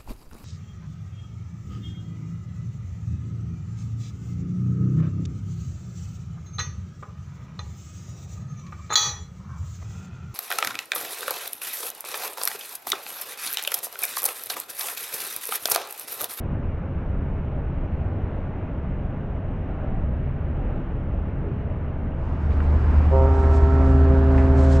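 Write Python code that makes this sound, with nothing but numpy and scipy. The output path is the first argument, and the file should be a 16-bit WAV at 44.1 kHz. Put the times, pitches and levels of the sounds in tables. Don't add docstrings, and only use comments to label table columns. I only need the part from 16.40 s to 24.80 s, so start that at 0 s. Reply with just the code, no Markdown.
import sys
import numpy as np
from scipy import signal
from scipy.fft import rfft, irfft, next_fast_len
from scipy.io import wavfile
from scipy.ndimage import uniform_filter1d, map_coordinates

SR = 44100
rng = np.random.default_rng(int(sys.argv[2]) if len(sys.argv) > 2 else 0)


def master(y):
    cut = np.clip(np.atleast_2d(y).T, -1, 1)
    pcm = np.round(cut * 32767)
    wavfile.write(sys.argv[1], SR, pcm.astype(np.int16))


N = 370440

# (frequency [Hz], relative density [dB])
RUMBLE_SPECTRUM = [(8, -32.5), (15, -3), (35, 0), (50, -2.5), (68, -0.5), (82, -10.5), (100, -7.5),
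                   (135, -6), (185, -11.5), (260, -21.5), (340, -42), (570, -120)]
ROAR_SPECTRUM = [(120, -28), (220, 0), (330, -4), (450, -7), (630, -6), (720, -12), (830, -12), (1000, -16),
                 (1450, -19), (1750, -23), (2850, -31), (3300, -40), (4060, -48), (8000, -100)]
HISS_SPECTRUM = [(2000, -12), (4000, 3), (5000, 8), (6000, 11), (7000, 1.5), (7800, -8.5), (12000, -26)]
# (time [s], gain [dB], half length [s])
TRAFFIC_SWELLS = [(1.95, 1.4, 0.24), (3.42, 1, 0.19), (4.3, 1.5, .15)]
# (frequency [Hz], level [dB])
IDLER_TONES = [(75, -30), (91, -33.5), (137, -38.5), (183, -42.5), (273, -47.5), (335, -50.5), (414, -51)]
# (time [s], gain [dB], half length [s])
IDLER_SWELLS = [(2.9, -12, 0.59), (3.8, 6.5, 0.27), (4.55, 4, .16), (5.1, -4, 0.22)]
# (time [s], level [dB], half length [s])
WHINE_SPELLS = [(1.751, -49, 0.21), (3.428, -47, 0.16), (4.25, -50.5, .15)]
# (frequency over the diesel's firing rate [1], relative level [dB])
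DRONE_LINES = [(1, 1), (1.214, -18.5), (1.6, -20.5), (2, -21), (3.6, -24.5)]
# (frequency [Hz], relative density [dB])
THROB_SPECTRUM = [(12, -9), (25, -6.5), (45, 0.5), (58, 1.5), (70, 1), (100, -7.5), (150, -9.5), (220, -12),
                  (320, -24.5), (600, -54.5), (1200, -120)]
RUSH_SPECTRUM = [(100, -41), (250, 3.5), (600, -1), (1000, -3), (1600, -11), (2300, -19.5), (2850, -24),
                 (3400, -30.5), (5000, -37), (9000, -70)]
WASH_SPECTRUM = [(1500, -22.5), (3200, -1.5), (5000, -1), (7500, -3.5), (9000, -10.5), (10000, -23),
                 (12500, -46)]
# (frequency [Hz], side gain [dB])
WATER_WIDTH = [(100, -38), (300, -29), (1000, -12), (2000, -3.5), (4000, -7), (8000, -35.5)]
# (crest time [s], level [dB], rise constant [s], fall constant [s])
WAVELET_CRESTS = [(6.97, -60, .07, .16), (7.14, -54, 0.025, .07), (7.5, -62, 0.18, 0.16),
                  (7.99, -60, 0.059, .1), (8.195, -51, .02, 0.096), (8.27, -54, .03, 0.034),
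                  (8.328, -45, 0.023, 0.046)]
# (time [s], level [dB], centre frequency [Hz], 60 dB decay time [s])
MOORING_SLAPS = [(5.04, -30.5, 347, .6), (6.105, -46.5, 2380, .12), (6.125, -56, 3800, .08),
                 (6.202, -27, 1750, 0.035), (7.032, -39, 1700, .12), (7.977, -33.5, 1850, .13)]
# (frequency [Hz], 60 dB decay time [s])
BASIN_DECAY = [(130, 1.9), (1000, 0.8), (4000, 0.33)]
# (delay [s], gain [dB])
QUAY_ECHOES = [(.14984, -5.7), (.16441, -7.4), (.31655, -12.5), (.39422, -11.8), (.62805, -18),
               (.7444, -13.2), (.79052, -13.4), (.9455, -10.7), (.96125, -6.7), (.9693, -9.2),
               (1.15459, -17), (1.2176, -15.2), (1.36006, -21), (1.49931, -15.9)]
# (harmonic number [1], level [dB])
HORN_PARTIALS = [(1, -34), (2, -29.4), (3, -26.5), (4, -28.5), (5, -33.5), (6, -40.5), (7, -35.5),
                 (8, -47.5), (9, -46.5), (10, -41.5), (11, -57.8), (12, -61), (13, -62), (14, -62)]
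# (frequency [Hz], gain [dB])
GUST_BLARE = [(270, 6), (400, .5), (530, 5), (670, 2.5), (930, 4.8), (1330, 0.7)]
# (frequency [Hz], left minus right [dB])
HORN_PAN = [(130, 1.5), (270, -2.5), (550, -3), (950, -4.5), (1400, -10)]

NEAR_S, NEAR_RISE_S = 5.727, 0.93
BLAST_S, HORN_HZ = 6.707, 132.9


def amp(db):
    return 10 ** (np.asarray(db) / 20)


def unit(x):
    return x / np.sqrt(np.mean(x ** 2) + 1e-20)


def along(points, hz):
    f, v = np.transpose(points)
    return np.interp(np.log(hz + 1), np.log(f + 1), v)


def clock():
    return np.arange(N) / SR


def ramp(start_s, rise_s):
    return np.clip((clock() - start_s) / rise_s, 0, 1)


def swells(rows):
    return sum(height * np.exp(-((clock() - s) / half_s) ** 2) for s, height, half_s in rows)


def wobble(rate):
    return map_coordinates(rng.standard_normal(int(N * rate / SR) + 4), [clock() * rate])


def filtered(x, response):
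    size = next_fast_len(N + 2 * SR)
    return irfft(rfft(x, size) * response(np.fft.rfftfreq(size, 1 / SR)), size)[..., :N]


def noise(spectrum, patchy_db):
    cells = signal.stft(rng.standard_normal(N), nperseg=512)[2]
    patches = uniform_filter1d(rng.standard_normal(cells.shape), size=6, axis=0)
    patches = uniform_filter1d(patches, size=16, axis=1)
    patchy = signal.istft(cells * amp(patchy_db * unit(patches)), nperseg=512)[1][:N]
    return unit(filtered(patchy, lambda hz: amp(along(spectrum, hz))))


def placed(x, pan_db):
    return x * amp(np.array([[1], [-1]]) * pan_db / 2)


def harbour(rumble_db=-27.5, roar_db=-37.5, hiss_db=-84, remaining_share=.4):
    rumble = amp(rumble_db + .5 * wobble(1.3)) * noise(RUMBLE_SPECTRUM, patchy_db=0.5)
    roar = amp(roar_db + swells(TRAFFIC_SWELLS)) * noise(ROAR_SPECTRUM, patchy_db=0.86)
    deepest, *others = [amp(db + 2 * wobble(2.497)) * np.sin(2 * np.pi * hz * clock() + 1.21 * wobble(5))
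                        for hz, db in IDLER_TONES]
    hum = amp(swells(IDLER_SWELLS)) * deepest + sum(others)
    receding = 1 - (1 - remaining_share) * ramp(NEAR_S, NEAR_RISE_S)
    hiss = amp(hiss_db) * noise(HISS_SPECTRUM, patchy_db=-0.5)
    return receding * (rumble + roar + hum) + hiss


def machine_whine(centre_hz=759, width_hz=28):
    strength = swells((s, amp(db), half_s) for s, db, half_s in WHINE_SPELLS)
    band = filtered(rng.standard_normal(N), lambda hz: np.exp(-((hz - centre_hz) / width_hz) ** 2))
    return strength * unit(band)


def engine_drone(firing_hz=74.9, drone_db=-17.5, rise_s=.6):
    cycles = firing_hz * clock() + 0.023 * wobble(3.6)
    lines = sum(amp(db + 0.41 * wobble(5.5)) * np.sin(2 * np.pi * k * cycles) for k, db in DRONE_LINES)
    return amp(drone_db) * ramp(NEAR_S, rise_s) ** 0.83 * np.sqrt(2) * lines


def wavelet_envelope():
    t = clock()
    crests = (amp(db) * np.exp(-np.maximum((s - t) / rise_s, (t - s) / fall_s))
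              for s, db, rise_s, fall_s in WAVELET_CRESTS)
    return np.sqrt(sum(crest ** 2 for crest in crests))


def waterside(throb_db=-24, rush_db=-33.5, wash_db=-64.5, growth_db_per_s=0.9):
    throb = amp(throb_db) * ramp(NEAR_S, rise_s=0.59) * noise(THROB_SPECTRUM, patchy_db=0.8)
    growth_db = growth_db_per_s * (clock() - NEAR_S - NEAR_RISE_S)
    rush_gain = amp(rush_db + growth_db) * ramp(NEAR_S, rise_s=0.76) ** 0.64
    wash_gain = np.hypot(amp(wash_db) * ramp(NEAR_S, rise_s=1.0) ** 0.64, wavelet_envelope())

    def water():
        rush = rush_gain * noise(RUSH_SPECTRUM, patchy_db=1.14)
        wash = wash_gain * amp(1.4 * wobble(70)) * noise(WASH_SPECTRUM, patchy_db=0.9)
        return rush + wash

    side = filtered(water(), lambda hz: amp(along(WATER_WIDTH, hz)))
    return throb + placed(water(), pan_db=-1.5) + np.array([side, -side])


def slaps(rise_s=0.0013):
    out = np.zeros(N)
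    for s, db, hz, t60 in MOORING_SLAPS:
        age = np.maximum(clock() - s, 0)
        band = [(hz / 4, -25), (hz * 0.66, -4), (hz, 0), (hz * 1.36, -9), (hz * 4, -55), (hz * 8, -100)]
        envelope = amp(db - 60 * age / t60) * (1 - np.exp(-age / rise_s))
        out += envelope * noise(band, patchy_db=2.0)
    return out


def basin(x):
    hz, t, cells = signal.stft(rng.standard_normal((2, 2 * SR)), SR, nperseg=256)
    decay = amp(-60 * t / along(BASIN_DECAY, hz)[:, None])
    tail = signal.istft(cells * decay, SR, nperseg=256)[1]
    return signal.fftconvolve(x[None], tail / np.linalg.norm(tail[0]), axes=1)[:, :N]


def quays(x):
    return sum(amp(db) * np.pad(x, (round(delay * SR), 0))[:N] for delay, db in QUAY_ECHOES)


def horn(attack_s=.03, gust_s=.14, brass_s=0.079, bloom_wait_s=0.44):
    age = np.maximum(clock() - BLAST_S, 0)
    pressure = np.clip(age / attack_s, 0, 1)
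    gust = np.exp(-(age / gust_s) ** 3)
    cycles = HORN_HZ * age + .001 * wobble(14)
    bloom_db = -11.5 * (1 - ramp(BLAST_S + bloom_wait_s, rise_s=.19))
    brass_db = -10 * np.exp(-age / brass_s)
    out = np.zeros(N)
    for k, db in HORN_PARTIALS:
        shake_db = 0.11 * k * wobble(16)
        colour_db = bloom_db * (k <= 2) + gust * along(GUST_BLARE, k * HORN_HZ) + brass_db * (k >= 10)
        out += amp(db + shake_db + colour_db) * np.sin(2 * np.pi * (k * cycles + rng.random()))
    return np.sqrt(2) * pressure * out


def scene():
    blast = horn()
    echoing = blast + quays(blast)
    panned = filtered(echoing, lambda hz: placed(0.99, along(HORN_PAN, hz)))
    background = harbour() + machine_whine() + engine_drone() + waterside() + slaps()
    return background + panned + amp(-26.5) * basin(echoing)


def record(dry, fade_s=0.0023, cutoff_hz=13200):
    fades = ramp(0, fade_s) * (1 - ramp(N / SR - fade_s, fade_s))
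    low_pass = signal.butter(16, cutoff_hz, fs=SR, output="sos")
    return signal.sosfilt(low_pass, dry * fades)


dry = scene()
out = record(dry)
master(out)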